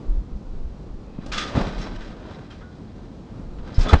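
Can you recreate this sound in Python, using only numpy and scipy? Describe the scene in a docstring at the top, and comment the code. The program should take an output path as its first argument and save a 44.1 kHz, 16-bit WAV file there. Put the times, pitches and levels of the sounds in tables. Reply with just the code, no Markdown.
"""In a garden, someone lands twice on a netted trampoline, a few metres from a small camera.
Each landing swishes the mat, clanks the steel frame and leaves the springs and net rattling.
Hooks creak as they slip, and single springs sing out. The plunging mat shoves air at the microphone,
which thuds and overloads. Wind buffets the microphone over a distant outdoor rush."""
import sys
import numpy as np
from scipy import signal
from scipy.fft import rfft, irfft
from scipy.io import wavfile
from scipy.ndimage import uniform_filter1d

SR = 44100
rng = np.random.default_rng(int(sys.argv[2]) if len(sys.argv) > 2 else 0)


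def to_wav(s):
    """Save 16-bit WAV."""
    ch = np.atleast_2d(s).T  # columns
    pcm = np.round(np.clip(ch, -1, 1) * 32767)  # PCM
    wavfile.write(sys.argv[1], SR, pcm.astype(np.int16))


N = 176400
T = np.arange(N) / SR
AGE = T[:SR // 2]  # seconds since a knock, as long as it rings

# A colour says how strong the low and high parts of a sound are. Each row: frequency in Hz, level in dB.
GARDEN_COLOUR = [(22, -29.5), (38, 5), (66, -2), (178, -3.5), (210, -3.5), (329, -9.5), (407, -13.5),
                 (448, -12.5), (624, -19.5), (754, -21), (1300, -28), (1650, -35.5), (4570, -43.5),
                 (7350, -50.5), (11000, -71), (14300, -101), (22000, -120)]  # distant rush
WIND_COLOUR = [(10, -12.5), (25, 0), (45, -4.5), (75, -12), (130, -38.5), (400, -39.5), (2000, -68.5)]  # wind on the microphone
STEEL_COLOUR = [(200, -20), (900, -9), (1300, 3.5), (2000, 0), (3600, -0.5), (5200, -3.5), (7000, -12),
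                (9000, -25), (10500, -44.5), (11500, -64)]  # clattering steel
EDDY_COLOUR = [(30, -33), (150, 8), (350, -0.5), (700, 0), (1400, -10), (3000, -18), (6000, -32),
               (11000, -56)]  # swirling air
MAT_COLOUR = [(60, -9), (180, 3.5), (320, 0), (420, -3), (620, -3), (850, -7), (1200, -9.5), (2000, -21),
              (4000, -26.5), (9000, -64.5)]  # rustling mat
SLAP_COLOUR = [(200, 1), (700, 6), (1400, 9), (3000, -10), (6000, -26), (11000, -35)]  # crack of the heaviest landing
HISS_COLOUR = [(1500, -22), (4000, 5.5), (6500, -2.5), (9000, -14), (11500, -38)]  # microphone hiss
# Wind gusts. Each row: peak time in seconds, level in dB, width in seconds.
GUSTS = [(.105, -16.5, 0.022), (0.172, -18, 0.018), (0.337, -21, 0.014), (.6, -25, 0.088),
         (.66, -35, 0.023), (0.931, -27.5, 0.034), (1.3, -31.5, 0.12), (1.66, -33, 0.051), (1.96, -32, 0.1),
         (3.551, -29.5, 0.085), (3.958, -16.5, 0.017)]
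# How hard the springs and net shake. Each row: time in seconds, level in dB.
SHAKE = [(1.05, -72), (1.24, -56), (1.31, -56), (1.39, -35), (1.52, -43), (1.6, -39), (1.74, -44.5),
         (1.83, -44), (1.98, -48.5), (2.07, -49.5), (2.22, -57.5), (2.3, -53.5), (2.45, -59), (2.85, -62),
         (3.6, -70), (3.67, -50), (3.78, -46), (3.84, -38), (3.91, -34.5), (4, -47)]
# Tones of a steel tube. Each row: pitch in Hz, level in dB, fade time (to fall 60 dB) in seconds.
TUBE_TONES = [(1247, -8.5, 0.71), (1228, -6, 0.64), (1270, -11, 0.26), (1356, -7, 0.14), (1477, -10, 0.64),
              (1565, 0.5, 0.21), (1640, -8.5, 0.47), (2486, -3, 0.16), (2830, -12.5, 0.3),
              (3380, -10, 0.22), (3460, -8, 0.2), (4040, -8.5, 0.18), (5170, -12, 0.36), (5460, -19, 0.31),
              (5800, -13, 0.25)]
# Air shoved at the microphone. Each row: start in seconds, level in dB, pitch in Hz,
# swell time in seconds, swirl in dB relative to the thud.
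THUDS = [(1.187, -18, 188, 0.0019, -20), (1.548, -15.5, 74.4, 0.0064, -11),
         (1.568, -11.5, 113, 0.0048, -27), (1.5736, -14, 234, 0.0031, -12), (1.606, -19.5, 31, 0.018, -25),
         (1.664, -24.5, 106, 0.0072, -3.5), (1.762, -24, 37, 0.021, -10.5), (3.7814, -5.5, 74, 0.0038, -35),
         (3.779, -7.5, 29.2, 0.02, -23.5), (3.928, -0.5, 73, 0.0073, -15)]
# The sharpest blasts of air. Each row: peak time in seconds, level in dB, width in seconds.
BLASTS = [(1.564, -41, 0.0016), (1.615, -24, 0.0043), (3.938, -6.5, 0.0042), (3.955, -24.5, 0.0077)]
# Stretches of the mat. Each row: peak time in seconds, level in dB, rise and release in seconds.
STRETCHES = [(1.41, -35.5, 0.15, 0.15), (1.571, -23, 0.032, 0.077), (1.85, -37.5, 0.083, 0.14),
             (2.29, -40, 0.12, 0.14), (3.687, -40.5, 0.052, 0.081), (3.872, -26, 0.023, 0.027),
             (3.929, -21, 0.015, 0.03)]
# Knocks in the frame joints. 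Each row: start in seconds, level in dB, tube ring in dB relative to
# the knock, brightness in dB per octave, fade time of the clatter in seconds.
CLANKS = [(1.2606, -37.5, -16, 5, 0.044), (1.282, -49.5, -20, 7, 0.14), (1.3177, -28.5, -10.5, -1, 0.75),
          (1.332, -26.5, -20, -2, 0.099), (1.376, -23.5, -8, 1, 0.16), (1.482, -40, -23, 4, .07),
          (1.554, -40, -17, 3, 0.4), (1.609, -39, -12, 2, 0.1), (1.782, -44, -27, 2.5, 0.36),
          (1.9595, -42, -16, -2, 0.025), (2.006, -45, -20, -4, 0.63), (2.3064, -49.5, -11, 0, 0.13),
          (2.503, -45.5, -9, -3, 0.33), (2.6089, -41, -19, -10.5, 0.23), (3.583, -42.5, -34, -6, 0.077),
          (3.7865, -39, -34, 5.5, 0.36), (3.808, -33.5, -27, 1.5, 0.18), (3.829, -35.5, -6.5, 4, 0.11),
          (3.855, -35, -27, -8.5, 0.16), (3.884, -32, -10, 3.5, 0.11)]
# Spring hooks slipping under load. Each row: start in seconds, level in dB, length in seconds.
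CREAKS = [(1.336, -36, .022), (1.3675, -27.5, .018), (1.397, -33, .016), (1.424, -34, .018),
          (3.866, -33, .008), (3.8845, -24.5, .017)]
# Tones of a slipping hook. Each row: pitch in Hz, level in dB, fade time in seconds.
HOOK_TONES = [(1225, 1, .09), (1305, -1, .06), (3360, -1, .04), (3470, 0, .06), (4020, -10, .03),
              (5300, -13, .025), (6500, -15, .02)]
# Springs that ping, squeal or groan. Each row: start in seconds, pitch in Hz, glide in Hz per second,
# level in dB, fade time in seconds, roughness from 0 to 1.
PINGS = [(1.812, 5380, 600, -43.5, .24, 1), (1.813, 6250, 0, -49, .1, 1), (1.9585, 3050, 0, -38, .04, 1),
         (2.506, 3150, 0, -45, .16, .8), (2.63, 1460, 0, -46, .45, .3), (3.7425, 4950, 9000, -39, .12, 1),
         (3.809, 5200, 0, -36, .06, 1), (3.872, 420, 0, -28, .22, .7)]


def amp(db):
    return 10 ** (np.asarray(db) / 20)


def unit(x):
    return x / np.sqrt(np.mean(x ** 2))


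def convolve(a, b):
    return signal.oaconvolve(a, b)[:len(a)]


def noise(size=N):
    return rng.standard_normal(size)


def decay(fade_s):
    """A fade that falls 60 dB in fade_s seconds."""
    return np.exp(-np.log(1000) * AGE / fade_s)


def hump(at, db, width):
    """A smooth rise and fall in level."""
    return amp(db) * np.exp(-.5 * ((T - at) / width) ** 2)


def add(out, start, sound):
    """Mix a sound in from its start time."""
    part = out[int(start * SR):][:len(sound)]
    part += sound[:len(part)]


def colour(x, points, tilt_db=0):
    """Give a sound a colour, tilted by tilt_db per octave; white noise keeps its power."""
    hz, db = np.array(points, float).T
    octave = np.log2(np.maximum(np.fft.rfftfreq(2 ** 14, 1 / SR), 1))
    curve = np.interp(octave, np.log2(hz), db + tilt_db * np.log2(hz))
    curve -= 20 * np.maximum(octave - np.log2(hz[-1]), 0)
    # build a filter that never sounds ahead of its input
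    cepstrum = irfft(np.log(amp(curve)))
    cepstrum[1:] *= 2
    cepstrum[len(cepstrum) // 2:] = 0
    response = irfft(np.exp(rfft(cepstrum)))
    return convolve(x, response / np.linalg.norm(response))


def wander(per_s):
    """A smooth random drift, mostly between -1 and 1."""
    hold = int(SR / per_s)
    steps = np.repeat(noise()[:N // hold + 1], hold)
    return np.sqrt(2) * uniform_filter1d(uniform_filter1d(steps, hold), hold)[:N]


def clicks(per_s, spread_db, size=N):
    """Random clicks of uneven size."""
    hits = (rng.random(size) < per_s / SR) * np.sign(noise(size))
    return unit(hits * amp(spread_db * np.clip(noise(size), -2, 2)))


def ring(tones):
    """The fading tones of a struck object."""
    return sum((-1) ** k * amp(db) * np.sin(2 * np.pi * hz * AGE) * decay(fade_s)
               for k, (hz, db, fade_s) in enumerate(tones))


def detuned(tones, damping=1, pitch_spread=.013):
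    """No two tubes or springs are alike: each tone is a little higher or lower, louder or softer."""
    chance = rng.standard_normal((len(tones), 2))
    return [(hz * (1 + pitch_spread * higher), db + 2 * louder, fade_s / damping)
            for (hz, db, fade_s), (higher, louder) in zip(tones, chance)]


def garden(level_db=-38):
    """A distant outdoor rush wavers a little."""
    waver_db = 0.33 * wander(2.5) + 0.9 * wander(14)
    return amp(level_db + waver_db) * colour(noise(), GARDEN_COLOUR)


def wind(top_hz=57):
    """Gusts rumble on the microphone."""
    gusts = sum(hump(*gust) for gust in GUSTS)
    swirl = signal.hilbert(colour(noise(), WIND_COLOUR))
    rumble = unit(swirl.real / np.abs(swirl) ** .5)  # partly evens out the loudness
    return signal.sosfilt(signal.butter(4, top_hz, fs=SR, output="sos"), gusts * rumble)


def springs(count=6, ticks_per_s=420):
    """Hooks and net clips tick as the frame shakes; each spring rings briefly at its own pitches."""
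    shake = amp(np.interp(T, *np.array(SHAKE).T) + 1.3 * wander(35.51))
    ticks, ringing = np.zeros(N), np.zeros(N)
    for _ in range(count):
        own_ticks = shake * clicks(ticks_per_s / count, spread_db=4) / np.sqrt(count)
        tones = ring(detuned(TUBE_TONES, damping=2))
        ticks += own_ticks
        ringing += convolve(own_ticks, tones / np.linalg.norm(tones))
    coil = noise(len(AGE)) * decay(fade_s=.08)
    rattle = .5 * ticks + 0.77 * convolve(ticks, coil / np.linalg.norm(coil))
    return colour(rattle, STEEL_COLOUR, tilt_db=-2) + amp(-8.5) * ringing


def squeak(hz=2540):
    """A faint, wavering squeak comes just before the first landing."""
    pitch = hz * (1 + 0.026 * wander(270))
    return hump(at=1.18, db=-63.5, width=.07) * np.sin(2 * np.pi * np.cumsum(pitch) / SR)


def thuds():
    """Air from the plunging mat swings the pressure at the microphone and breaks into swirls."""
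    swing, stir = np.zeros(N), np.zeros(N)
    for start, db, hz, swell, swirl_db in THUDS:
        age = np.maximum(T - start, 0)
        push = amp(db) * age / swell * np.exp(1 - age / swell)
        swing += push * np.sin(2 * np.pi * hz * age)
        stir += push * amp(swirl_db)
    swirls = colour(stir * noise(), EDDY_COLOUR, tilt_db=-3)
    blasts = sum(hump(*blast) for blast in BLASTS)
    return swing + swirls + colour(blasts * noise(), EDDY_COLOUR)


def mat():
    """The woven mat and padding rustle as they stretch and let go."""
    strain = sum(amp(db) * np.exp(-np.maximum((at - T) / rise, (T - at) / release))
                 for at, db, rise, release in STRETCHES)
    rustle = 0.89 * noise() + 0.64 * clicks(per_s=640, spread_db=9.8)
    return colour(strain * rustle, MAT_COLOUR)


def frame(rise_s=.0023, bounce_s=.016):
    """Each knock chatters in a joint, sets the springs clattering and rings a different tube."""
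    out, rise = np.zeros(N), 1 - np.exp(-AGE / rise_s)
    for start, db, ring_db, bright_db, fade_s in CLANKS:
        bounces = clicks(per_s=570, spread_db=2.1, size=len(AGE))
        chatter = bounces * np.exp(-AGE / bounce_s) * decay(2 * fade_s)
        clatter = noise(len(AGE)) * decay(fade_s)
        knock = colour(rise * (0.53 * chatter + 0.8 * clatter), STEEL_COLOUR, bright_db)
        tube = amp(ring_db) * ring(detuned(TUBE_TONES))
        add(out, start, amp(db) * (knock + tube))
    return out


def hooks(release_s=.012):
    """Hooks stick and slip on the frame in short bursts, each ringing the same metal tones."""
    out, tones = np.zeros(N), ring(HOOK_TONES)
    for start, db, length in CREAKS:
        since_end = np.maximum(T - start - length, 0)
        grip = (T >= start) * amp(-60 * since_end / release_s)
        creak = convolve(clicks(per_s=1000, spread_db=1) * grip, tones)
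        out += amp(db) * creak / np.sqrt(np.sum(creak ** 2) / (length * SR))
    return out


def pings(rise_s=.0015, waver=.012, scrape_db=-5):
    """Now and then a spring sings a rough, scraping tone that may rise as it tightens."""
    out, size = np.zeros(N), len(AGE)
    rise = 1 - np.exp(-AGE / rise_s)
    for start, hz, glide, db, fade_s, rough in PINGS:
        pitch = (hz + glide * AGE) * (1 + rough * waver * wander(900)[:size])
        flutter = 0.91 + 0.51 * rough * wander(250)[:size]
        tone = flutter * np.sin(2 * np.pi * np.cumsum(pitch) / SR)
        near_pitch = [(hz / 10, -30), (.7 * hz, -16), (hz, 0), (1.3 * hz, -14), (2 * hz, -42)]
        scrape = rough * amp(scrape_db) * colour(noise(size), near_pitch)
        add(out, start, amp(db) * rise * decay(fade_s) * (tone + scrape))
    return out


def slap(start=3.9372, db=-19, fade_s=.029):
    """A sharp crack as the heaviest landing overloads the microphone."""
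    out = np.zeros(N)
    add(out, start, amp(db) * colour(noise(len(AGE)) * decay(fade_s), SLAP_COLOUR))
    return out


def scene():
    """The trampoline, wind and garden mix into one channel."""
    metal = frame() + springs() + pings() + hooks() + squeak()
    return (metal + mat() + thuds() + slap() + wind() + garden())[None]


def record(dry, hiss_db=-70, top_hz=11500):
    """The camera adds hiss, cuts the highest sounds and overloads on the hardest thud."""
    hiss = amp(hiss_db) * colour(noise(), HISS_COLOUR)
    dulled = signal.sosfilt(signal.ellip(8, .2, 70, top_hz, fs=SR, output="sos"), dry + hiss)
    clipped = np.clip(dulled, -1, 1)
    return signal.sosfilt(signal.ellip(8, .2, 70, 16000, fs=SR, output="sos"), clipped)


dry = scene()
out = record(dry)
to_wav(out)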